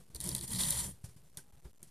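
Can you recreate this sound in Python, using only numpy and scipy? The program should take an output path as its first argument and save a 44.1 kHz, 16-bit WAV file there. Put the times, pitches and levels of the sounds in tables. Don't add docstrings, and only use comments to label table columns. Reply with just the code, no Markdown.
import sys
import numpy as np
from scipy import signal
from scipy.fft import rfft, irfft, next_fast_len
from scipy.io import wavfile
from scipy.ndimage import uniform_filter1d, map_coordinates

SR = 44100
rng = np.random.default_rng(int(sys.argv[2]) if len(sys.argv) > 2 else 0)


def unload_audio(sound):
    columns = np.transpose(np.atleast_2d(sound))
    steps = np.round(np.clip(columns, -1, 1) * 32767)
    wavfile.write(sys.argv[1], SR, steps.astype(np.int16))


def gain_from_db(level_db):
    decades = np.asarray(level_db, float) / 20
    return 10 ** decades


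N = 83790

# frequency [Hz], density [dB per Hz].
ROOM_SPECTRUM = [(15, -27), (35, -14), (60, -0.5), (82, -8), (150, -3), (300, -16), (1500, -31.5),
                 (14200, -37.5)]
# frequency [Hz], width [Hz], level [dB].
TABLE_MODES = [(61.1, 20, 0.5), (128, 12.2, 2), (153.9, 16, -3), (183.14, 13, -1.5), (230.3, 22, -10),
               (308.5, 36, -8), (361.4, 120, -13), (569.5, 28, -15)]
# frequency [Hz], width [Hz], level [dB].
CLOTH_MODES = [(953, 117, -12), (1946, 227, -12.5), (3284, 220, -14), (4180, 350, -13.5),
               (5980, 1200, -17.5), (7160, 695, -8), (9180, 970, -5), (10490, 850, -3), (11350, 3800, -14)]
# frequency [Hz], width [Hz], level [dB].
SHEET_MODES = [(3363, 1000, 1), (4760, 2200, -0.5)]
# frequency [Hz], width [Hz], level [dB].
RIB_MODES = [(9410, 1380, 3), (12700, 3700, -19.5), (6840, 720, -14.5)]
# frequency [Hz], width [Hz], level [dB].
FINGER_MODES = [(1970, 4600, -9.5), (5430, 2400, 0), (9340, 2200, 3), (12300, 3000, -5.5)]
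# time [s], sliding strength [dB], drag on the table [dB], slack of the cloth [dB].
PULL_COURSE = [(0, -65, -67, -6), (0.049, -78.5, -70.5, -15), (0.137, -79, -67.5, -3),
               (0.189, -61, -54, -4), (0.246, -41.5, -41.5, -10.5), (0.303, -40, -38.5, -13),
               (0.399, -51.5, -47, -7), (0.442, -41.5, -43, -8), (0.466, -56, -56, -12),
               (0.523, -37.5, -41.5, -14), (0.576, -38.5, -42.5, -4.5), (0.612, -33.5, -42.5, -5.5),
               (0.698, -36.5, -46.5, -9), (0.801, -35.5, -47, -9.5), (0.863, -40.5, -41.5, -19),
               (0.908, -51.5, -50, -23), (0.979, -73.5, -71, -12.5), (1.9, -81.5, -76, -17)]
# start [s], tick [dB], cloth flap [dB], rustle relative to tick [dB], flap pitch [Hz].
RIB_SNAPS = [(0.1476, -31, -39.5, -20.5, 4960), (0.1577, -34.5, -43, -20, 5230),
             (0.162, -34.5, -39, -18, 4996), (0.203, -27.5, -37, -17.5, 4900),
             (0.2113, -27, -42.5, -15, 4770), (0.2402, -30, -48, -13.5, 5600),
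             (0.2623, -31, -37, -27, 5900), (0.2735, -26.5, -40, -22, 6600), (0.2902, -20, -28, -28, 6250),
             (0.314, -43, -33, -26, 5350), (0.3495, -19.5, -28.5, -18, 4930),
             (0.3625, -33.5, -41, -8, 5700), (0.363, -29.5, -35, -24, 5200),
             (0.3802, -34.5, -40, -6.5, 5100), (0.3894, -35, -37.5, -27, 5010),
             (0.41, -32.5, -36, -13, 4950), (0.4272, -36, -46, -18, 4560), (0.4778, -33, -38.5, -21, 5050),
             (0.4807, -34, -50, -9.5, 5000), (0.505, -33, -39.5, -20, 4860), (0.6845, -23, -32, -12, 3840),
             (0.706, -14, -30.5, -32, 4960), (0.8674, -33.5, -53, -20.5, 6800),
             (1.3717, -28.5, -39, -15.5, 4330), (1.8293, -33, -70, -21.5, 5000)]
# start [s], level [dB], pitch [Hz], T60 [s].
NEEDLE_RING = (1.3885, -50, 1540, .035)
# start [s], bright puff [dB], cloth flap [dB], flap pitch [Hz].
RIBBON_SLIPS = [(0.2546, -33.5, -47, 6182), (0.433, -35, -45, 6276), (0.448, -37, -56, 4855),
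                (0.5138, -37, -52, 5211), (0.5196, -41.5, -51, 3624), (0.5306, -27, -53, 4784),
                (0.535, -43, -32, 4855), (0.5477, -34, -29, 4760), (0.5532, -34, -55, 4879),
                (0.559, -31, -34, 5045), (0.5653, -44, -43, 4689), (0.5678, -34.5, -35, 4832),
                (0.585, -32.5, -33, 4784), (0.59, -30, -26, 4832), (0.5944, -32.5, -32, 5139),
                (0.6058, -35, -22.5, 3695), (0.6096, -27, -26.5, 4358), (0.622, -40, -36, 4310),
                (0.6344, -33, -20, 3695), (0.644, -35, -47, 4595), (0.651, -30, -30, 3552),
                (0.6647, -30, -41, 4737), (0.7237, -34, -28, 3813), (0.7258, -29, -35, 3576),
                (0.7364, -51, -54, 3695), (0.7407, -36, -45, 5021), (0.7503, -36, -53, 3789),
                (0.7588, -29.5, -39, 6371), (0.7681, -28, -33, 3647), (0.7742, -27.5, -28.5, 3576),
                (0.7877, -29.5, -29.5, 5187), (0.7958, -31.5, -37, 4808), (0.802, -42, -53, 4737),
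                (0.8082, -30, -34, 3624), (0.8397, -30.5, -42, 4950), (0.8456, -33, -50, 3671),
                (0.8543, -41, -52, 3789), (0.8578, -45, -60, 4689)]
# start [s], push [dB], thud pitch [Hz], bright brush [dB], dull brush [dB].
FINGER_BUMPS = [(0, -52, 146.6, -61.5, -59.5), (0.1, -51, 147.5, -63, -61),
                (0.146, -42, 59.7, -56.5, -50.5), (0.934, -52.5, 90.3, -62, -66),
                (1.0397, -36.5, 112.4, -45.5, -53), (1.087, -45.5, 118.8, -56.5, -60.5),
                (1.162, -47.5, 132, -60, -63), (1.373, -44.5, 128, -45.5, -54.5),
                (1.529, -55, 61.3, -73.5, -71), (1.572, -58, 127.6, -83, -75), (1.645, -45, 51.9, -60, -53),
                (1.871, -58, 151, -59, -72.5), (1.828, -51.5, 170.4, -57, -64.5)]
# peak time [s], pitch [Hz], level [dB], length [s].
TABLE_SWAYS = [(0.268, 183, -44, 0.052), (0.276, 354.7, -52.5, 0.055), (0.284, 58.8, -46.5, 0.06),
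               (0.291, 135.6, -40.5, 0.052), (0.317, 124, -43, 0.084), (0.335, 178, -45, 0.06),
               (0.52, 221.4, -49.5, 0.053), (0.55, 118, -38, 0.04), (0.557, 58.95, -52.5, 0.071),
               (0.564, 234.8, -49.5, 0.067), (0.567, 187.5, -41, 0.045), (0.62, 236, -46.5, 0.033),
               (0.634, 537, -62, 0.06), (0.669, 234, -51, 0.055), (0.674, 66.3, -48.5, 0.031),
               (0.682, 151.9, -42, 0.06), (0.687, 582, -60.5, 0.07), (0.744, 562.6, -57, 0.042),
               (0.761, 118.3, -44, 0.049), (0.781, 65, -44, 0.067), (0.81, 183.2, -48, 0.047),
               (0.878, 186.4, -50, 0.039), (0.886, 129.4, -50, 0.076), (0.896, 70, -50.5, 0.041)]
# peak time [s], pitch [Hz], level [dB], length [s].
FURTHER_SWAYS = [(.005, 515, -66.5, .015), (0.154, 55.3, -52.5, 0.031), (0.183, 320, -63, 0.059),
                 (0.222, 130.5, -51.5, .04), (0.36, 185, -52.5, 0.039), (0.432, 128, -54, 0.057),
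                 (0.518, 186.8, -47.5, 0.037), (.625, 190.4, -49.5, 0.11), (1.524, 824, -77.5, .14),
                 (1.657, 129.8, -49.5, 0.011), (0.417, 348.2, -58.5, 0.063), (1.374, 590, -66, 0.023),
                 (1.656, 366, -63.5, 0.014), (1.683, 377.4, -63.5, 0.011), (1.835, 348, -63, 0.012)]
# frequency [Hz], readiness [no unit].
APART_READINESS = [(3500, -1), (4500, -1.75), (6500, -0.43), (9000, -0.05), (13000, -0.1), (15000, 0.5)]
# start [s], end [s].
ALIKE_SPANS_S = [
    (.125, .15),
    (.195, .225),
    (.26, .295),
    (.345, .425),
    (1.35, 1.395),
    (1.815, 1.855),
]

SLIDE, DRAG, SLACK = 1, 2, 3
ROOM_DB, BETWEEN_DB = -69, -28
STEADY_DRAG_DB, EVEN_SLIDE_DB = -4.5, -1.5
SHAKE_DB, EVEN_S = -6.5, 0.09
BRUSH_RISE_S, BRUSH_T60_S, DULL_HZ = 0.0032, 0.14, 410
THUD_CYCLES, RING_DB = 0.45, -5
FLAP_DROP, FLAP_LAG_S, FLAP_RISE_S, FLAP_T60_S = 0.261, 0.0008, 0.00079, 0.01
PUFF_RISE_S, PUFF_T60_S, PUFF_DB, SLIP_FLAP_DB = 0.0016, 0.023, 1, 5
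TICK_T60_S, ECHO_S, ECHO_DB, RUSTLE_T60_S = 0.0067, 0.0024, -16.5, 0.1
GRAINS_PER_S, GRAIN_SPREAD_DB, GRAIN_T60_S, SMOOTH_DB = 1400, 5, 0.007, 6
CRACKLES_PER_S, CRACKLE_HZ = 900, 4483
TOP_HZ, OFFSET, STEP = 14250, -0.0011, 1 / 1024


def unit(x):
    return x / np.sqrt(np.mean(np.abs(x) ** 2) + 1e-20)


def along(points, hz):
    f, v = np.transpose(points)
    return np.interp(np.log(hz + 1), np.log(f + 1), v)


def wobble(knots_per_s):
    knots = rng.standard_normal(int(N * knots_per_s / SR) + 4)
    return map_coordinates(knots, [np.arange(N) * knots_per_s / SR])


def dying(t60_s, size):
    return gain_from_db(-60 * np.arange(size) / SR / t60_s)


def add_at(track, start_s, burst):
    track[round(start_s * SR):][:len(burst)] += burst


def filtered(x, response):
    m = next_fast_len(N + SR // 2)
    return irfft(rfft(x, m) * response(np.fft.rfftfreq(m, 1 / SR)), m)[..., :N]


def resonant(modes):
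    def response(f):
        total = 0
        for k, (hz, width, db) in enumerate(modes):
            total = total + (-1) ** k * gain_from_db(db) * 1j * f * width / (hz * hz - f * f + 1j * f * width)
        return total
    return response


def cloth(x):
    def response(f):
        return resonant(CLOTH_MODES)(f) + gain_from_db(BETWEEN_DB) * 1j * f / (300 + 1j * f)
    gain = np.sqrt(np.mean(np.abs(response(np.linspace(0, TOP_HZ, num=999))) ** 2))
    return filtered(x, response) / gain


def sheet(x):
    return filtered(x, lambda f: (1j * f / (2600 + 1j * f)) ** 2 * resonant(SHEET_MODES)(f))


def flap(hz, size):
    t = np.arange(size) / SR
    pitch_hz = hz * (1 - FLAP_DROP * (1 - np.exp(-t / 0.002)))
    roughness = np.cumsum(0.27 * rng.standard_normal(size))
    wave = np.sin(2 * np.pi * np.cumsum(pitch_hz) / SR + roughness)
    return wave * dying(FLAP_T60_S, size) * (1 - np.exp(-t / FLAP_RISE_S))


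def pull(column):
    rows = np.transpose(PULL_COURSE)
    return np.interp(np.arange(N) / SR, rows[0], rows[column])


def room():
    noise = filtered(rng.standard_normal(N), lambda hz: gain_from_db(along(ROOM_SPECTRUM, hz)))
    return gain_from_db(ROOM_DB + 0.9 * wobble(14)) * unit(noise)


def sways():
    t = np.arange(N) / SR
    total = np.zeros(N)
    for peak_s, hz, db, length_s in ALL_SWAYS():
        swell = np.exp(-2 * ((t - peak_s) / length_s) ** 2)
        total += gain_from_db(db) * swell * np.sin(2 * np.pi * hz * t)
    return total


def ALL_SWAYS():
    return list(TABLE_SWAYS) + list(FURTHER_SWAYS)


def finger_bumps():
    pushes, bright, dull = np.zeros((3, N + SR))
    t = np.arange(SR // 5) / SR
    brush = (1 - np.exp(-t / BRUSH_RISE_S)) * dying(BRUSH_T60_S, len(t))
    for s, push_db, hz, bright_db, dull_db in FINGER_BUMPS:
        u = hz * t / THUD_CYCLES
        push = u * np.exp(1 - u) * np.sin(2 * np.pi * hz * t)
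        add_at(pushes, s, -gain_from_db(push_db) * push)
        add_at(bright, s, gain_from_db(bright_db) * brush * rng.standard_normal(len(t)))
        add_at(dull, s, gain_from_db(dull_db + 11.5) * brush * rng.standard_normal(len(t)))

    def dull_response(f):
        broad = 1j * f / (150 + 1j * f) / (1 + 1j * f / DULL_HZ)
        return broad + gain_from_db(12.0) * resonant(TABLE_MODES[4:])(f)

    thuds = pushes[:N] + gain_from_db(RING_DB) * filtered(pushes[:N], resonant(TABLE_MODES))
    scuffs = filtered(dull[:N], dull_response)
    return thuds + scuffs + gain_from_db(1.5) * filtered(bright[:N], resonant(FINGER_MODES))


def evened(x):
    return x / np.sqrt(np.abs(uniform_filter1d(x ** 2, size=round(EVEN_S * SR))) + 1e-12)


def drag():
    lumps = gain_from_db(2.1 * wobble(70)) * rng.standard_normal(N)
    shaking = filtered(lumps, lambda f: 1j * f / (30 + 1j * f) / (1 + 1j * f / 180) ** 2)
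    total = gain_from_db(SHAKE_DB) * evened(shaking)
    for hz, width, db in TABLE_MODES:
        narrow, wide = resonant([(hz, width, 0)]), resonant([(hz, 4 * width, 0)])
        total = total + gain_from_db(db) * evened(filtered(lumps, lambda f: narrow(f) * wide(f)))
    return gain_from_db(pull(DRAG)) * evened(total)


def slips():
    puffs, flaps = np.zeros((2, N))
    size = 1200
    rise = 1 - np.exp(-np.arange(size) / SR / PUFF_RISE_S)
    shape = rise * dying(PUFF_T60_S, size)
    for s, puff_db, flap_db, hz in RIBBON_SLIPS:
        add_at(puffs, s, gain_from_db(puff_db + PUFF_DB) * shape * rng.standard_normal(size))
        add_at(flaps, s, gain_from_db(flap_db + SLIP_FLAP_DB) * flap(hz, size))
    return cloth(puffs) + sheet(flaps)


def needle(size):
    _, db, hz, t60_s = NEEDLE_RING
    t = np.arange(size) / SR
    drift = np.cumsum(0.06 * rng.standard_normal(size))
    ring = np.sin(2 * np.pi * hz * t + drift)
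    return gain_from_db(db) * ring * dying(t60_s, size) * (1 - np.exp(-t / 0.00055))


def snaps():
    ticks, rustles, flaps = np.zeros((3, N + SR))
    size = SR // 8
    tick_shape = dying(TICK_T60_S, size) * (1 - dying(0.0016, size))
    for s, tick_db, flap_db, rustle_db, hz in RIB_SNAPS:
        a, b = rng.standard_normal((2, size))
        tick = tick_shape * np.sign(a)
        echo = gain_from_db(ECHO_DB) * np.roll(tick, round(ECHO_S * SR)) * np.sign(b)
        add_at(ticks, s, gain_from_db(tick_db + 8) * (tick + echo))
        add_at(rustles, s, gain_from_db(tick_db + rustle_db) * b * dying(RUSTLE_T60_S, size))
        add_at(flaps, s + FLAP_LAG_S, gain_from_db(flap_db + 9.0) * flap(hz, size))
    flapping = sheet(flaps[:N])
    add_at(flapping, NEEDLE_RING[0], needle(size))
    return filtered(ticks[:N], resonant(RIB_MODES)) + cloth(rustles[:N]) + flapping


def crackling():
    total = np.zeros(N)
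    for k in range(6):
        hits = rng.random(N) < CRACKLES_PER_S / SR / 6
        strikes = hits * gain_from_db(2.6 * rng.exponential(size=N).clip(0, 3))
        wave = flap(CRACKLE_HZ * np.exp(0.12 * (k - 1.6)), size=700)
        total += signal.fftconvolve(strikes, wave)[:N]
    return unit(sheet(total))


def sliding():
    hits = rng.random(N) < GRAINS_PER_S / SR
    strengths_db = GRAIN_SPREAD_DB * rng.exponential(size=N).clip(0, 3) + 1.7 * wobble(60.4)
    envelope = signal.fftconvolve(hits * gain_from_db(strengths_db), dying(GRAIN_T60_S, size=600))[:N]
    grains = unit(envelope * rng.standard_normal(N))
    hiss = gain_from_db(SMOOTH_DB + 1.6 * wobble(50)) * rng.standard_normal(N)
    rustle = cloth(unit(grains + hiss))
    return gain_from_db(pull(SLIDE)) * (rustle + gain_from_db(pull(SLACK) - 3.5) * crackling())


def scene():
    background = room() + sways() + finger_bumps()
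    ribbon = gain_from_db(STEADY_DRAG_DB) * drag() + slips() + snaps() + gain_from_db(EVEN_SLIDE_DB) * sliding()
    sound = background + ribbon
    return np.array([sound, sound])


def low_pass(x):
    return signal.sosfilt(signal.butter(12, 15590, fs=SR, output="sos"), x)


def record(dry):
    dry = STEP * np.round((dry + OFFSET) / STEP)
    hz, t, z = signal.stft(dry[0], SR, nperseg=1024)
    band = (np.log(hz + 1) * 9).astype(int)
    draws = rng.standard_normal((band.max() + 1, len(t) // 4 + 1))
    chance = np.repeat(draws, 4, axis=1)[band, :len(t)]
    apart = 1 / (1 + np.exp(12 * (chance - along(APART_READINESS, hz)[:, None])))
    for start_s, end_s in ALIKE_SPANS_S:
        apart = apart * ((t < start_s) | (t > end_s))
    level = np.sqrt(np.abs(uniform_filter1d(np.abs(z) ** 2, size=9, axis=0)))
    noise = unit(signal.stft(rng.standard_normal(N), nperseg=1024)[2])
    side_bands = noise * level * apart * (hz > 4250)[:, None]
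    side = signal.istft(side_bands, nperseg=1024)[1][:N]
    pair = filtered(dry + np.array([side, -side]), lambda f: 1 / (1 + (f / TOP_HZ) ** 200))
    return low_pass(pair)


dry = scene()
out = record(dry)
unload_audio(out)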